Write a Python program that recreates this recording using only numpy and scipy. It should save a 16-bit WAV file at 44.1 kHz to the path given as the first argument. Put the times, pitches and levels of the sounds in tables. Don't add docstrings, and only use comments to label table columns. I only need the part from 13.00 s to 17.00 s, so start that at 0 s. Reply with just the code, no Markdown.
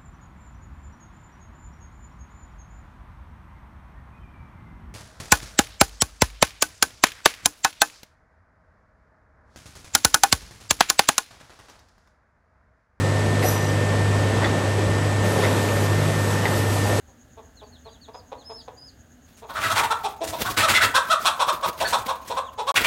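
import sys
import numpy as np
from scipy import signal
from scipy.fft import rfft, irfft, next_fast_len
from scipy.io import wavfile
from scipy.ndimage import uniform_filter1d, map_coordinates

SR = 44100
rng = np.random.default_rng(int(sys.argv[2]) if len(sys.argv) > 2 else 0)


def wav_record(signal):
    frames = np.transpose(np.atleast_2d(signal))
    bounded = np.clip(frames, -1, 1)
    quanta = np.round(bounded * 32767).astype(np.int16)
    wavfile.write(sys.argv[1], SR, quanta)


N = 176400


def amp(db):
    return 10 ** (np.asarray(db) / 20)


def unit(x):
    return x / np.sqrt(np.mean(x ** 2) + 1e-20)


def clock():
    return np.arange(N) / SR


def fader(points, trim_db):
    return amp(trim_db + np.interp(clock(), *np.transpose(points)))


def wobble(rate):
    return map_coordinates(rng.standard_normal(4096), [clock() * rate + 2], mode="wrap")


def filtered(x, response):
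    size = next_fast_len(N + SR // 2)
    return irfft(rfft(x, size) * response(np.fft.rfftfreq(size, 1 / SR)), size)[:N]


def coloured(x, eq):
    f, db = np.transpose(eq)
    return unit(filtered(x, lambda hz: amp(np.interp(np.log(hz + 1), np.log(f + 1), db))))


def rush(eq, patchy_db):
    spectrum = signal.stft(rng.standard_normal(N), nperseg=512)[2]
    patches = uniform_filter1d(rng.standard_normal(spectrum.shape), size=5, axis=0)
    patches = uniform_filter1d(patches, size=12, axis=1)
    noise = signal.istft(spectrum * amp(patchy_db * unit(patches)), nperseg=512)[1][:N]
    return coloured(noise, eq)


def tone(hz, wander_rad, rate):
    return np.sqrt(2) * np.sin(2 * np.pi * (hz * clock() + rng.random()) + wander_rad * wobble(rate))


def swells(rows):
    t = clock()
    shapes = (amp(db) * np.exp(np.minimum((t - s) / rise, (s - t) / fall)) for s, db, rise, fall in rows)
    return np.sqrt(sum(shape ** 2 for shape in shapes))


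def motor():
    # t/s, relative level/dB
    hum_levels = [(0.0, -20.5), (0.02, -22.5), (0.52, -22), (0.56, -24.5), (1.14, -20), (1.63, -26),
                  (1.65, -22.5), (2.28, -21.5), (2.39, -29), (2.45, -21), (2.63, -25), (2.94, -20),
                  (3.15, -24.5), (3.33, -22), (3.48, -26.5), (3.63, -22), (3.99, -23.5), (4.0, -19)]
    fifth_levels = [(0.0, -30.5), (1.14, -32.5), (1.34, -44), (1.58, -26.5), (1.64, -56), (1.78, -32),
                    (1.84, -50), (1.9, -34), (2.76, -36.5), (3.04, -25.5), (3.48, -35), (4.0, -38)]
    # f/Hz, relative level/dB, phase wander/rad
    gear_tones = [(203.2, -42, .6), (450, -45, .5), (600.4, -40, .25), (901, -46, .25), (1802.2, -35, .22),
                  (1922.6, -46, .3), (2071, -53, 1.5), (3837, -60, .4), (4505.4, -58, .4), (4940, -58, .4),
                  (5878, -60, .9)]
    # f/Hz, level/dB
    drive_tones = [(7205, -65), (7779, -60), (7849, -60), (7911, -54), (8043, -55.5), (8074, -57.5),
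                   (8177, -61.5), (8277, -65)]
    hum_hz, gear_flutter_db, drive_flutter_db = 101.3, 1.66, 3
    hum = fader(hum_levels, trim_db=-0.5) * tone(hum_hz, wander_rad=0.099, rate=4.9)
    fifth = fader(fifth_levels, trim_db=-0.5) * tone(1.5 * hum_hz, wander_rad=1.0, rate=8)
    gears = sum(amp(db + gear_flutter_db * wobble(rate=35)) * tone(hz, wander, rate=9)
                for hz, db, wander in gear_tones)
    drive = sum(amp(db + drive_flutter_db * wobble(rate=15)) * tone(hz, wander_rad=0.59, rate=17)
                for hz, db in drive_tones)
    return hum + fifth + amp(-1.5) * gears + drive


def conveyor():
    # f/Hz, gain/dB
    whir_eq = [(20, -40), (35, -26), (48, -32), (62, -9.5), (90, -1.5), (135, 1), (250, -1), (380, -2),
               (540, -1.5), (700, -7.5), (1000, -9.5), (1250, -11.5), (1500, -14), (2050, -15.5),
               (2400, -17), (3200, -19.5), (4500, -24), (6000, -25), (8000, -26), (9500, -30.5),
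               (12000, -35), (14400, -58)]
    thud_eq = [(20, -42), (38, -14), (58, 3), (78, 0), (130, -28), (400, -70)]
    # t/s, relative level/dB
    thud_levels = [(0.0, -38), (0.03, -52), (0.28, -39), (1.14, -46), (1.19, -18), (1.22, -39), (1.85, -39),
                   (1.87, -34), (2.29, -43), (2.75, -47), (3.0, -36), (3.05, -46), (3.49, -48), (3.59, -39),
                   (3.66, -55), (3.79, -46), (4.0, -44)]
    whir = amp(-25 - 0.03 * wobble(rate=20)) * rush(whir_eq, patchy_db=0.52)
    thud = unit(amp(wobble(rate=5.1)) * rush(thud_eq, patchy_db=-2.5))
    return whir + fader(thud_levels, trim_db=-2.5) * thud


def rattle():
    # f/Hz, gain/dB
    rattle_eq = [(200, -48), (700, 18.5), (1500, -6), (2500, 0.5), (4000, 0), (7000, -7), (14000, -22)]
    contacts_per_s, decay_s = 110, 0.0032
    hits = rng.random(N) < contacts_per_s / SR
    strength = amp(-np.minimum(rng.exponential(size=N), 4))
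    envelope = signal.lfilter([1], [1, -np.exp(-1 / (decay_s * SR))], hits * strength)
    return amp(-41.5) * coloured(envelope * rng.standard_normal(N), rattle_eq)


def bottle_knocks():
    # t/s, level/dB, f/Hz of the lower mode
    knocks = [(.078, -25, 557), (.443, -16.5, 745), (.474, -30, 716), (1.449, -18, 336), (1.514, -30, 490),
              (1.783, -16, 396), (2.264, -12.5, 206), (2.388, -12, 417), (2.433, -13, 540),
              (2.496, -27, 259), (2.513, -20, 523), (2.692, -17, 504), (3.454, -17.5, 847),
              (3.855, -19, 813), (3.912, -17, 488), (3.93, -15.5, 597), (3.987, -13, 426)]
    attack_s, t60_s, upper_ratio = 0.0006, 0.059, 1.7
    out, t = np.zeros(N + SR), np.arange(SR // 4) / SR
    attack = 1 - np.exp(-t / attack_s)
    for s, db, hz in knocks:
        ring = np.sin(2 * np.pi * hz * t) + amp(-13) * np.sin(2 * np.pi * hz * upper_ratio * t)
        out[round(s * SR):][:len(t)] += amp(db - 60 * t / t60_s) * attack * ring
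    return out[:N]


def turret():
    # t/s of the peak, level/dB, rise/s, fall/s
    passes = [(.45, -26, 0.088, 0.093), (.95, -32, 0.046, 0.024), (1.16, -32, 0.056, 0.1),
              (1.43, -23.5, 0.1, 0.18), (1.80, -29, 0.024, 0.028), (2.26, -26, 0.024, 0.066),
              (2.44, -21, 0.12, 0.28), (3.06, -33.5, 0.11, 0.13), (3.48, -29.5, 0.19, 0.23),
              (3.91, -29, 0.064, 0.13)]
    # f/Hz, gain/dB
    turret_eq = [(40, -49), (130, -11), (230, 3.5), (480, 5), (750, 0), (1200, -6), (1600, -7),
                 (2100, -14.5), (3500, -15), (6000, -26.5), (14000, -47)]
    return swells(passes) * rush(turret_eq, patchy_db=1.5)


def capping_heads():
    # t/s, relative level/dB, pitch ratio, scrape decay/s, lift of the upper modes/dB
    clacks = [(.4266, -22.5, 1.06, .001, 6), (.4355, -20.5, 1.0, .001, -6), (.4435, -27, 1.0, .003, -3),
              (1.424, -28, 1.0, .003, 0), (1.435, -28, 1.0, .003, -3), (1.4438, -19, .99, .003, -4),
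              (1.4470, -19, .96, .004, 9.5), (1.458, -24, .96, .003, 7), (2.4378, -21, 1.0, .001, 2),
              (2.4465, -24, 1.0, .002, -4), (2.4518, -21, 1.04, .003, -8), (2.464, -28, 1.0, .002, 0),
              (2.688, -28, 1.25, .003, -6), (3.4552, -13.8, 1.0, .0007, -1), (3.461, -26, 1.0, .003, 2),
              (3.4655, -24.5, 1.0, .003, 3)]
    # f/Hz, relative level/dB, t60/s
    modes = [(850, -12, .025), (1920, 2, .032), (2050, 2, .028), (2300, -12, .015), (3630, -8, .028),
             (3950, -14, .018), (4720, -11, .022)]
    upper_hz, crack_top_hz = 3000, 5000
    out, t = np.zeros(N + SR), np.arange(SR // 8) / SR
    soften = signal.butter(4, crack_top_hz, fs=SR)
    for s, db, pitch, scrape_s, lift_db in clacks:
        ring = sum(amp(level + lift_db * (hz > upper_hz) - 60 * t / t60)
                   * np.sin(2 * np.pi * hz * pitch * t) for hz, level, t60 in modes)
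        attack = 1 - np.exp(-t / (0.2 * scrape_s))
        scrape = rng.standard_normal(len(t)) * np.exp(-t / scrape_s)
        blow = (t == 0) + amp(-14) * scrape / np.linalg.norm(scrape)
        clack = signal.fftconvolve(ring * attack, blow)[:len(t)]
        crack = amp(-12.5) * signal.lfilter(*soften, scrape)
        out[round(s * SR):][:len(t)] += amp(db + 4.5) * (clack / np.abs(clack).max() + crack)
    return out[:N]


def hall(x):
    t60_s, wet_db = 0.3, -13
    tail = rng.standard_normal(N) * amp(-60 * clock() / t60_s)
    return x + amp(wet_db) * signal.fftconvolve(x, tail / np.linalg.norm(tail))[:N]


def air_puff():
    # f/Hz, gain/dB
    puff_eq = [(2000, -8), (5000, -1), (8000, -3.5), (10000, -5), (10900, -1), (11700, 1), (12300, -2.5),
               (14400, -13)]
    open_s, rise_s, hold_s, fall_s = 0.434, 0.012, 0.11, 0.046
    t = clock() - open_s
    valve = np.exp(np.minimum(t / rise_s, (hold_s - t) / fall_s).clip(max=0))
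    arch_db = 2.5 * np.sin(np.pi * np.clip(t / hold_s, 0, 1))
    return amp(-35 + arch_db) * valve * rush(puff_eq, patchy_db=2.0)


def squeal():
    # t/s, level/dB, Gaussian half length/s
    slips = [(0.462, -32.5, 0.0063), (0.487, -29, 0.0061), (.511, -34, 0.0042), (0.53, -44, 0.0044),
             (0.547, -38, 0.0064), (.566, -33, 0.0033), (.582, -40, .008), (0.607, -41, 0.009),
             (0.64, -41, 0.012), (0.671, -37, .006), (0.691, -37, 0.0045), (.715, -50, .01)]
    # t/s, level/dB
    whistle_levels = [(.435, -60), (.465, -32), (.502, -31.5), (.525, -52), (.58, -53), (.85, -70)]
    squeal_hz, flutter_db, whistle_hz, half_width_hz = 5880, 3.5, 11820, 88
    chirps = sum(amp(db) * np.exp(-((clock() - s) / half) ** 2 / 2) for s, db, half in slips)
    rough_tone = unit(amp(flutter_db * wobble(rate=280)) * tone(squeal_hz, wander_rad=1.2, rate=65))
    whistle = filtered(rng.standard_normal(N), lambda hz: 1 / (1 + ((hz - whistle_hz) / half_width_hz) ** 2))
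    times, levels = np.transpose(whistle_levels)
    whistle_gain = np.interp(clock(), times, amp(levels), left=0, right=0)
    return chirps * rough_tone + whistle_gain * unit(whistle)


def air_hiss():
    # t/s, relative level/dB
    hiss_levels = [(2.28, -43), (2.816, -44), (2.858, -41), (2.874, -47.5), (3.324, -42.5), (3.424, -46),
                   (3.586, -38.5), (3.658, -45), (3.736, -40.5), (3.96, -42.5), (4.0, -40)]
    # f/Hz, gain/dB
    hiss_eq = [(800, -34), (2500, 1.5), (4000, 1), (6500, 3), (9000, 0.5), (12000, 0), (14400, -6.5)]
    start_s, rise_s = 2.21, 0.049
    opening = np.clip((clock() - start_s) / rise_s, 0, 1)
    return opening * fader(hiss_levels, trim_db=5.5) * rush(hiss_eq, patchy_db=2.5)


def rail_rubs():
    # t/s of the peak, level/dB, rise/s, fall/s
    rubs = [(2.85, -34, .2, .12), (3.32, -32, 0.043, 0.075), (3.52, -31.5, 0.088, 0.045),
            (3.87, -30.5, 0.031, 0.11)]
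    # f/Hz, gain/dB
    rail_eq = [(300, -30), (600, -8), (830, 0), (1250, -3), (1700, -7), (4000, -32)]
    return swells(rubs) * rush(rail_eq, patchy_db=-0.5)


def scene():
    machinery = motor() + conveyor() + rattle() + turret()
    bottles = rail_rubs() + bottle_knocks()
    return (machinery + bottles + hall(capping_heads()) + air_puff() + air_hiss() + squeal())[None]


def record(dry):
    top_hz = 14450
    return np.array([filtered(channel, lambda hz: hz < top_hz) for channel in dry])


dry = scene()
out = record(dry)
wav_record(out)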